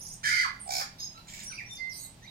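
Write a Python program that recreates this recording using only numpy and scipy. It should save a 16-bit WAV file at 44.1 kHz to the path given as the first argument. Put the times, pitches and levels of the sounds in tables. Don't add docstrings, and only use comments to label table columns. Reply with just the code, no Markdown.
import sys
import numpy as np
from scipy import signal
from scipy.fft import rfft, irfft, next_fast_len
from scipy.io import wavfile
from scipy.ndimage import map_coordinates

SR = 44100
rng = np.random.default_rng(int(sys.argv[2]) if len(sys.argv) > 2 else 0)


def to_wav(s):
    ch = np.atleast_2d(s).T
    pcm = np.round(np.clip(ch, -1, 1) * 32767)
    wavfile.write(sys.argv[1], SR, pcm.astype(np.int16))


N = 101430

# frequency in Hz, gain in dB.
RUMBLE_COLOUR = [(12, -11), (20, 0.5), (43, -0.5), (81, -1.5), (114, -2), (203, -6), (231, -6), (426, -17),
                 (528, -24.5), (600, -19.5), (780, -35), (1320, -120)]
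AIR_COLOUR = [(300, -14), (600, -1), (850, 1), (1300, -9), (2500, -7.5), (5000, -8.5), (8000, -15),
              (15000, -22)]
# frequency in Hz, level in dB.
HUM_TONES = [(118.4, -62.5), (161.5, -64), (199.2, -66)]
# start and length in seconds, first, middle and last pitch in Hz, level in dB,
# octave and twelfth in relative dB, roughness from 0 to 1, left minus right in dB.
NOTES = [ (.003, .030, 4750, 6310, 6660, -44.5, -16, -40, 0.54, -1),
         (.051, 0.028, 4740, 6190, 6770, -42.5, -17, -40, .4, -1),
         (.102, 0.04, 5030, 6330, 6550, -43.5, -16, -40, 0.52, 2),
         (-.005, 0.014, 8800, 9660, 9660, -38, -40, -40, 0.36, 12),
         (0.028, 0.019, 8030, 9970, 10600, -42, -40, -40, 0.41, 3.5),
         (.081, 0.019, 7770, 9200, 10800, -40, -40, -40, 0.42, 7),
         (0.134, 0.015, 7930, 8630, 10100, -39.5, -33, -43, 0.4, 4),
         (0.991, 0.067, 4850, 5090, 5150, -41.5, -30, -35, 0.17, -3.5),
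         (0.993, 0.071, 6440, 6450, 6520, -40.5, -29, -37, 0.19, -1.5),
         (1.141, 0.068, 1275, 1339, 1350, -54.5, -14, -4.5, 0.17, -3),
         (1.432, .028, 7320, 9530, 9430, -44, -40, -40, 0.2, -1),
         (1.457, 0.073, 9730, 9250, 9500, -48, -40, -40, 0.25, 3.5),
         (1.445, 0.085, 5970, 5736, 6000, -44.5, -31, -40, 0.19, 1.5),
         (1.498, 0.029, 1614, 1445, 1100, -50.5, -9, -4.5, 0.31, -2.5),
         (1.519, 0.022, 2744, 2316, 2170, -42.5, -16, -20, 0.3, 0),
         (1.538, 0.023, 6240, 5270, 4430, -47.5, -22, -40, 0.7, -2),
         (1.574, .042, 2856, 2248, 1776, -41, -35, -30, 0.2, -1),
         (1.5853, 0.0131, 2420, 2376, 2300, -33, -33, -36, 0.02, 0.5),
         (1.645, 0.096, 5300, 5887, 5100, -52.5, -35, -40, .1, 0.5),
         (1.762, .13, 4490, 4370, 4480, -63.5, -40, -40, 0.37, 2),
         (1.749, 0.031, 7040, 5580, 4210, -48, -17.5, -33, 0.88, 0),
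         (1.891, 0.047, 6300, 5210, 4700, -47, -18.5, -21, 0.48, -5),
         (1.92, 0.16, 9580, 8810, 8430, -46.5, -38, -42, 0.11, 2.5),
         (1.908, .16, 4030, 4014, 3834, -59.5, 10, 1, 0.04, 1.5),
         (1.937, 0.12, 4555, 4476, 4190, -59, 10, 1, 0, 1),
         (1.938, 0.096, 5330, 6330, 6750, -51, -13, -38, 0.2, -2),
         (2.218, 0.055, 1826, 1993, 2574, -54.5, -8, -26, 0.22, -2),
         (2.225, 0.027, 6190, 6020, 5630, -57.5, -33, -40, 0.19, 4),
         (2.273, 0.025, 3710, 3870, 3980, -49.5, -35, -43, 0, -6.5)]
# frequency in Hz, gain in dB.
BILL_RESPONSE = [(1000, -0.5), (11000, 0), (13500, -2.5), (14500, -7), (16000, -12)]
# frequency in Hz, gain in dB.
SCREECH_COLOUR = [(300, -40), (800, 1), (1000, -1.5), (1420, -1), (1520, -12.5), (1650, 2.5), (1820, -6),
                  (2000, 3), (2250, 2), (2450, 12), (2700, -3), (3500, 0), (4700, 6), (6000, -14),
                  (9000, -10)]
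# time in seconds, pitch in Hz, voice and rasp levels in dB.
SCREECH_TRACK = [(.231, 1300, -49, -40), (.242, 1783, -27.5, -34), (.27, 1712, -29.5, -31),
                 (.29, 1960, -35, -31), (.325, 2120, -31, -32.5), (.35, 2170, -33.5, -34),
                 (.40, 2030, -27.5, -33.5), (.422, 2123, -35, -38.5), (.44, 1567, -27.5, -40.5),
                 (.453, 1166, -26.5, -44), (.467, 950, -34.5, -55)]
# time in seconds, pitch in Hz, level in dB.
LOWER_TRACK = [(.236, 1670, -41), (.27, 1660, -38), (.295, 1450, -33), (.36, 1456, -31.5), (.42, 1435, -39),
               (.445, 1400, -39)]
UPPER_TRACK = [(.236, 5400, -48), (.265, 4800, -42.5), (.33, 4830, -40), (.40, 4620, -40),
               (.445, 4560, -43), (.46, 4500, -47)]
SQUEAL_TRACK = [(.594, 10200, -58), (.603, 9150, -38), (.618, 8900, -37), (.64, 8990, -44.5),
                (.665, 8420, -43), (.684, 7800, -47)]
# time in seconds, knock and crack levels in dB.
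RATTLE_LEVELS = [(.66, -44, -68), (0.676, -35.5, -45), (.692, -30, -38.5), (.706, -34, -30),
                 (.736, -32.5, -28.5), (.767, -31, -28), (.797, -36.5, -29.5), (.813, -42, -31.5)]
# frequency in Hz, gain in dB, T60 in seconds.
THROAT_MODES = [(2360, -10, .05), (4674, -3, 0.026), (5290, -2.5, 0.039), (6840, -5.5, 0.037)]
# time in seconds, level in dB.
CROAK_LEVELS = [(.79, -45), (.802, -41.5), (.82, -35), (.83, -57)]
SCRATCH_LEVELS = [(.985, -44.5), (1.0, -49.5), (1.045, -56), (1.065, -81)]
WHEEZE_LEVELS = [(1.27, -51), (1.32, -49.5), (1.41, -43.5), (1.435, -39.5), (1.45, -67)]
# start in seconds, level in dB.
BILL_CLICKS = [(1.112, -52), (1.177, -44.5), (1.594, -45.5), (2.279, -58)]
TRILL_FLICKS = [(1.28, -49), (1.311, -61), (1.337, -51.5), (1.368, -52.5), (1.398, -49.5)]
# frequency in Hz, gain in dB.
RASP_COLOUR = [(300, -48), (1000, -38), (1400, 1), (2300, 6.5), (2700, -19), (3100, -0.5), (3400, -10.5),
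               (4200, -5), (4750, -4.5), (5300, -3.5), (6000, -2), (7200, -10.5), (9100, -7),
               (10200, -19.5), (13400, -27), (15500, -36)]
CRACK_COLOUR = [(500, -44), (1500, -22), (2300, -7.5), (2750, -18), (3800, -5), (4650, -2), (5400, 3),
                (5900, -1.5), (6800, -0.5), (7800, -5), (10000, -9), (13600, -18), (15800, -23)]
CROAK_COLOUR = [(300, -30), (600, 3), (850, -1), (1150, 4.5), (1600, 3), (2200, 1), (2800, -35),
                (6000, -40)]
SCRATCH_COLOUR = [(1000, -20), (2300, -6.5), (3000, -18), (3700, 8.5), (4400, -6), (5700, 5.5), (7200, -24),
                  (10000, -21), (11500, 1.5), (12300, -23), (15000, -26)]
CLICK_COLOUR = [(800, -11), (2500, 6), (6000, -1), (9000, -8), (15000, -16)]
WHEEZE_COLOUR = [(800, -32), (1700, 0), (2300, 7.5), (3200, -23), (5200, 1.5), (6100, -3.5), (7000, 8.5),
                 (7900, 5), (9000, -16), (15000, -17)]
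# start, length, swell and fade in seconds, pitch in Hz, level in dB,
# octave, twelfth and double octave in relative dB, left minus right in dB.
BELL_NOTES = [(1.691, 0.058, 0.036, 0.03, 3590, -42.5, -11, -7.5, -21, 7),
              (1.779, 0.16, 0.039, .07, 2071, -39.5, -42, -49, -50, -4.5)]
# delay to the left and right ear in seconds, gain in dB.
WALL_ECHOES = [(.0040, 0.0039, -13.5), (.0118, 0.011, -17.5), (.0196, .0210, -14)]
# frequency in Hz, T60 in seconds.
TAIL_T60_S = [(300, 0.17), (800, 0.31), (1900, 0.38), (5000, 0.3), (9000, 0.24), (15000, 0.1)]
# frequency in Hz, gain in dB.
TAIL_COLOUR = [(300, -18), (800, -3), (1500, 1), (5000, 5), (9000, 1.5), (15000, 16.5)]
LEFT_SHADE = [(500, -9), (1400, -2.5), (2100, -6), (4600, 0.5), (7000, -7), (10000, -15.5), (15000, -11.5)]

TIME_S = np.arange(N) / SR


def amp(db):
    return 10 ** (np.asarray(db) / 20)


def unit(x):
    return x / np.sqrt(np.mean(x ** 2) + 1e-20)


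def along(points, hz):
    points_hz, values = np.transpose(points)
    return np.interp(np.log(hz + 1), np.log(points_hz + 1), values)


def gate(t, length_s, attack_s, release_s):
    rise = np.sin(np.pi / 2 * np.clip(t / attack_s, 0, 1))
    fall = np.sin(np.pi / 2 * np.clip((length_s - t) / release_s, 0, 1))
    return rise * fall


def curves(rows, edge_s=0.0025):
    times_s, *columns = np.transpose(rows)
    on = gate(TIME_S - times_s[0], times_s[-1] - times_s[0], edge_s, edge_s)
    return [on] + [np.interp(TIME_S, times_s, column) for column in columns]


def wobble(rate_hz, size=N):
    knots = np.random.default_rng(rng.integers(2 ** 31)).standard_normal(int(size * rate_hz / SR) + 4)
    return map_coordinates(knots, [np.arange(size) * rate_hz / SR])


def filtered(x, response):
    size = next_fast_len(N + SR // 2)
    return irfft(rfft(x, size) * response(np.fft.rfftfreq(size, 1 / SR)), size)[..., :N]


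def coloured(x, colour):
    return filtered(x, lambda hz: amp(along(colour, hz)))


def noise(colour):
    return unit(coloured(rng.standard_normal(N), colour))


def panned(x, pan_db):
    return x * amp([[pan_db / 2], [-pan_db / 2]])


def background(rumble_db=-57.5, air_db=-59.5):
    hum = np.zeros(N)
    for hz, db in HUM_TONES:
        tone = np.sqrt(2) * np.sin(2 * np.pi * hz * TIME_S + 0.54 * wobble(7.28))
        hum += amp(db) * tone * unit(amp(2.5 * wobble(5.96)))
    side = amp(-13.5) * noise(RUMBLE_COLOUR)
    rumble = amp(rumble_db) * (noise(RUMBLE_COLOUR) + np.array([side, -side]))
    wide = np.array([noise(AIR_COLOUR), noise(AIR_COLOUR)])
    air = amp(air_db) * unit(wide + 0.44 * noise(AIR_COLOUR))
    return panned(rumble + hum, pan_db=0.5) + panned(air, pan_db=-3)


def syrinx(hz, partials_db, jitter, flutter_db, chaos_hz):
    hz = hz * (1 + jitter * wobble(chaos_hz, len(hz)))
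    phase = 2 * np.pi * np.cumsum(hz) / SR
    tone = sum(amp(db) * np.sin(k * phase) * (k * hz < SR / 2) for k, db in enumerate(partials_db, 1))
    return np.sqrt(2) * tone * unit(amp(flutter_db * wobble(chaos_hz / 2, len(hz))))


def slur(start_s, length_s, pitches_hz, partials_db, rough):
    t = TIME_S - start_s
    on = (t >= 0) & (t < length_s)
    bend = np.polyfit([0, .5, 1], np.log(pitches_hz), 2)
    hz = np.exp(np.polyval(bend, t[on] / length_s))
    tone = syrinx(hz, partials_db, jitter=.06 * rough, flutter_db=2, chaos_hz=691)
    out = np.zeros(N)
    out[on] = tone * gate(t[on], length_s, attack_s=0.25 * length_s, release_s=0.0087)
    return out


def notes():
    out = np.zeros((2, N))
    for start_s, length_s, *pitches_hz, db, octave_db, twelfth_db, rough, pan_db in NOTES:
        note = slur(start_s, length_s, pitches_hz, [0, octave_db, twelfth_db], rough)
        out += panned(amp(db) * note, pan_db)
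    return out


def screech():
    on, hz, voice_db, rasp_db = curves(SCREECH_TRACK)
    main = on * amp(voice_db) * syrinx(hz, [0, -26, -26], jitter=.03, flutter_db=1, chaos_hz=517)
    rasp = on * amp(rasp_db) * unit(noise(RASP_COLOUR) * amp(2.8 * wobble(517)))
    on, hz, db = curves(LOWER_TRACK)
    lower = on * amp(db) * syrinx(hz, [0, -20], jitter=0.0202, flutter_db=-1, chaos_hz=357)
    on, hz, db = curves(UPPER_TRACK)
    upper = on * amp(db) * syrinx(hz, [0], jitter=0.0206, flutter_db=1.5, chaos_hz=497.6)
    voice = coloured(main + lower, SCREECH_COLOUR)
    return panned(voice, pan_db=-2.5) + panned(rasp, pan_db=0.5) + panned(upper, pan_db=1)


def squeal():
    on, hz, db = curves(SQUEAL_TRACK)
    tone = syrinx(hz, [0], jitter=0.045, flutter_db=2, chaos_hz=1480)
    return panned(on * amp(db) * tone, pan_db=6)


def rattle(first_s=.6605, period_s=.01522, count=11, knock_hz=763.6):
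    times_s, knocks_db, cracks_db = np.transpose(RATTLE_LEVELS)
    tones, crack_envelope = np.zeros(N), np.zeros(N)
    t = np.arange(SR // 20) / SR
    held = np.ones(len(t))
    for start_s in first_s + period_s * np.arange(count):
        span = slice(round(start_s * SR), round(start_s * SR) + len(t))
        knock_db = np.interp(start_s, times_s, knocks_db)
        crack_db = np.interp(start_s, times_s, cracks_db)
        bright_db = crack_db - cracks_db.max()
        partials_db = [0, bright_db - 16, bright_db - 13]
        knock = syrinx(knock_hz * held, partials_db, jitter=.02, flutter_db=1, chaos_hz=300)
        tones[span] += amp(knock_db) * knock * gate(t, 0.01, attack_s=0.0042, release_s=0.0052)
        for hz, mode_db, t60_s in THROAT_MODES:
            ring = syrinx(hz * held, [0], jitter=0.024, flutter_db=4, chaos_hz=590)
            tones[span] += amp(crack_db - 4 + mode_db - 60 * t / t60_s) * ring
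        crack_envelope[span] += amp(crack_db - 60 * t / 0.03)
    cracks = crack_envelope * noise(CRACK_COLOUR)
    croak = wheeze(CROAK_LEVELS, CROAK_COLOUR, flutter_db=3.5)
    return panned(tones + cracks + croak, pan_db=0)


def wheeze(levels, colour, flutter_db):
    on, db = curves(levels)
    return on * amp(db) * unit(noise(colour) * amp(flutter_db * wobble(200)))


def scratch():
    return panned(wheeze(SCRATCH_LEVELS, SCRATCH_COLOUR, flutter_db=2.5), pan_db=1.5)


def bill_clicks(t60_s=.014):
    envelope = sum((TIME_S >= start_s) * amp(db - 60 * np.abs(TIME_S - start_s) / t60_s)
                   for start_s, db in BILL_CLICKS)
    return panned(envelope * noise(CLICK_COLOUR), pan_db=1.5)


def trill(flick_s=0.019, sweep_hz=(4300, 3183, 1840)):
    flicks = sum(amp(db) * slur(start_s, flick_s, sweep_hz, [0, -3, -12], rough=0.46)
                 for start_s, db in TRILL_FLICKS)
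    return panned(flicks + wheeze(WHEEZE_LEVELS, WHEEZE_COLOUR, flutter_db=6), pan_db=1)


def bell_notes():
    out = np.zeros((2, N))
    for start_s, length_s, swell_s, fade_s, hz, db, *overtones_db, pan_db in BELL_NOTES:
        tone = syrinx(np.full(N, hz), [0, *overtones_db], jitter=.0015, flutter_db=1.6, chaos_hz=201.5)
        out += panned(amp(db) * gate(TIME_S - start_s, length_s, swell_s, fade_s) * tone, pan_db)
    return out


def delay(hz, lag_s):
    return np.exp(-2j * np.pi * hz * lag_s)


def garden(bird, tail_delay_s=0.0017, tail_build_s=0.0079, left_lag_s=0.000436):
    bands_hz, t, spectra = signal.stft(rng.standard_normal((2, SR // 2)), SR, nperseg=256)
    t60_s = along(TAIL_T60_S, bands_hz)[:, None]
    tail = signal.istft(spectra * amp(-60 * t / t60_s) / np.sqrt(t60_s), SR, nperseg=256)[1]
    tail *= np.clip((np.arange(tail.shape[1]) / SR - tail_delay_s) / tail_build_s, 0, 1)
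    scatter = signal.fftconvolve(bird, tail / np.linalg.norm(tail[0]), axes=1)[:, :N]
    scatter = amp(-3.5) * coloured(scatter, TAIL_COLOUR)
    walls = sum(amp(db) * filtered(bird, lambda hz: delay(hz, np.array([[left_s], [right_s]])))
                for left_s, right_s, db in WALL_ECHOES)
    left, right = bird + walls + scatter
    left = filtered(left, lambda hz: amp(along(LEFT_SHADE, hz)) * delay(hz, left_lag_s))
    return np.array([left, right])


def scene():
    song = coloured(notes() + bell_notes(), BILL_RESPONSE)
    bird = song + screech() + rattle() + squeal() + trill() + bill_clicks() + scratch()
    return garden(bird) + background()


def record(dry):
    return filtered(dry, lambda hz: hz < 15820)


dry = scene()
out = record(dry)
to_wav(out)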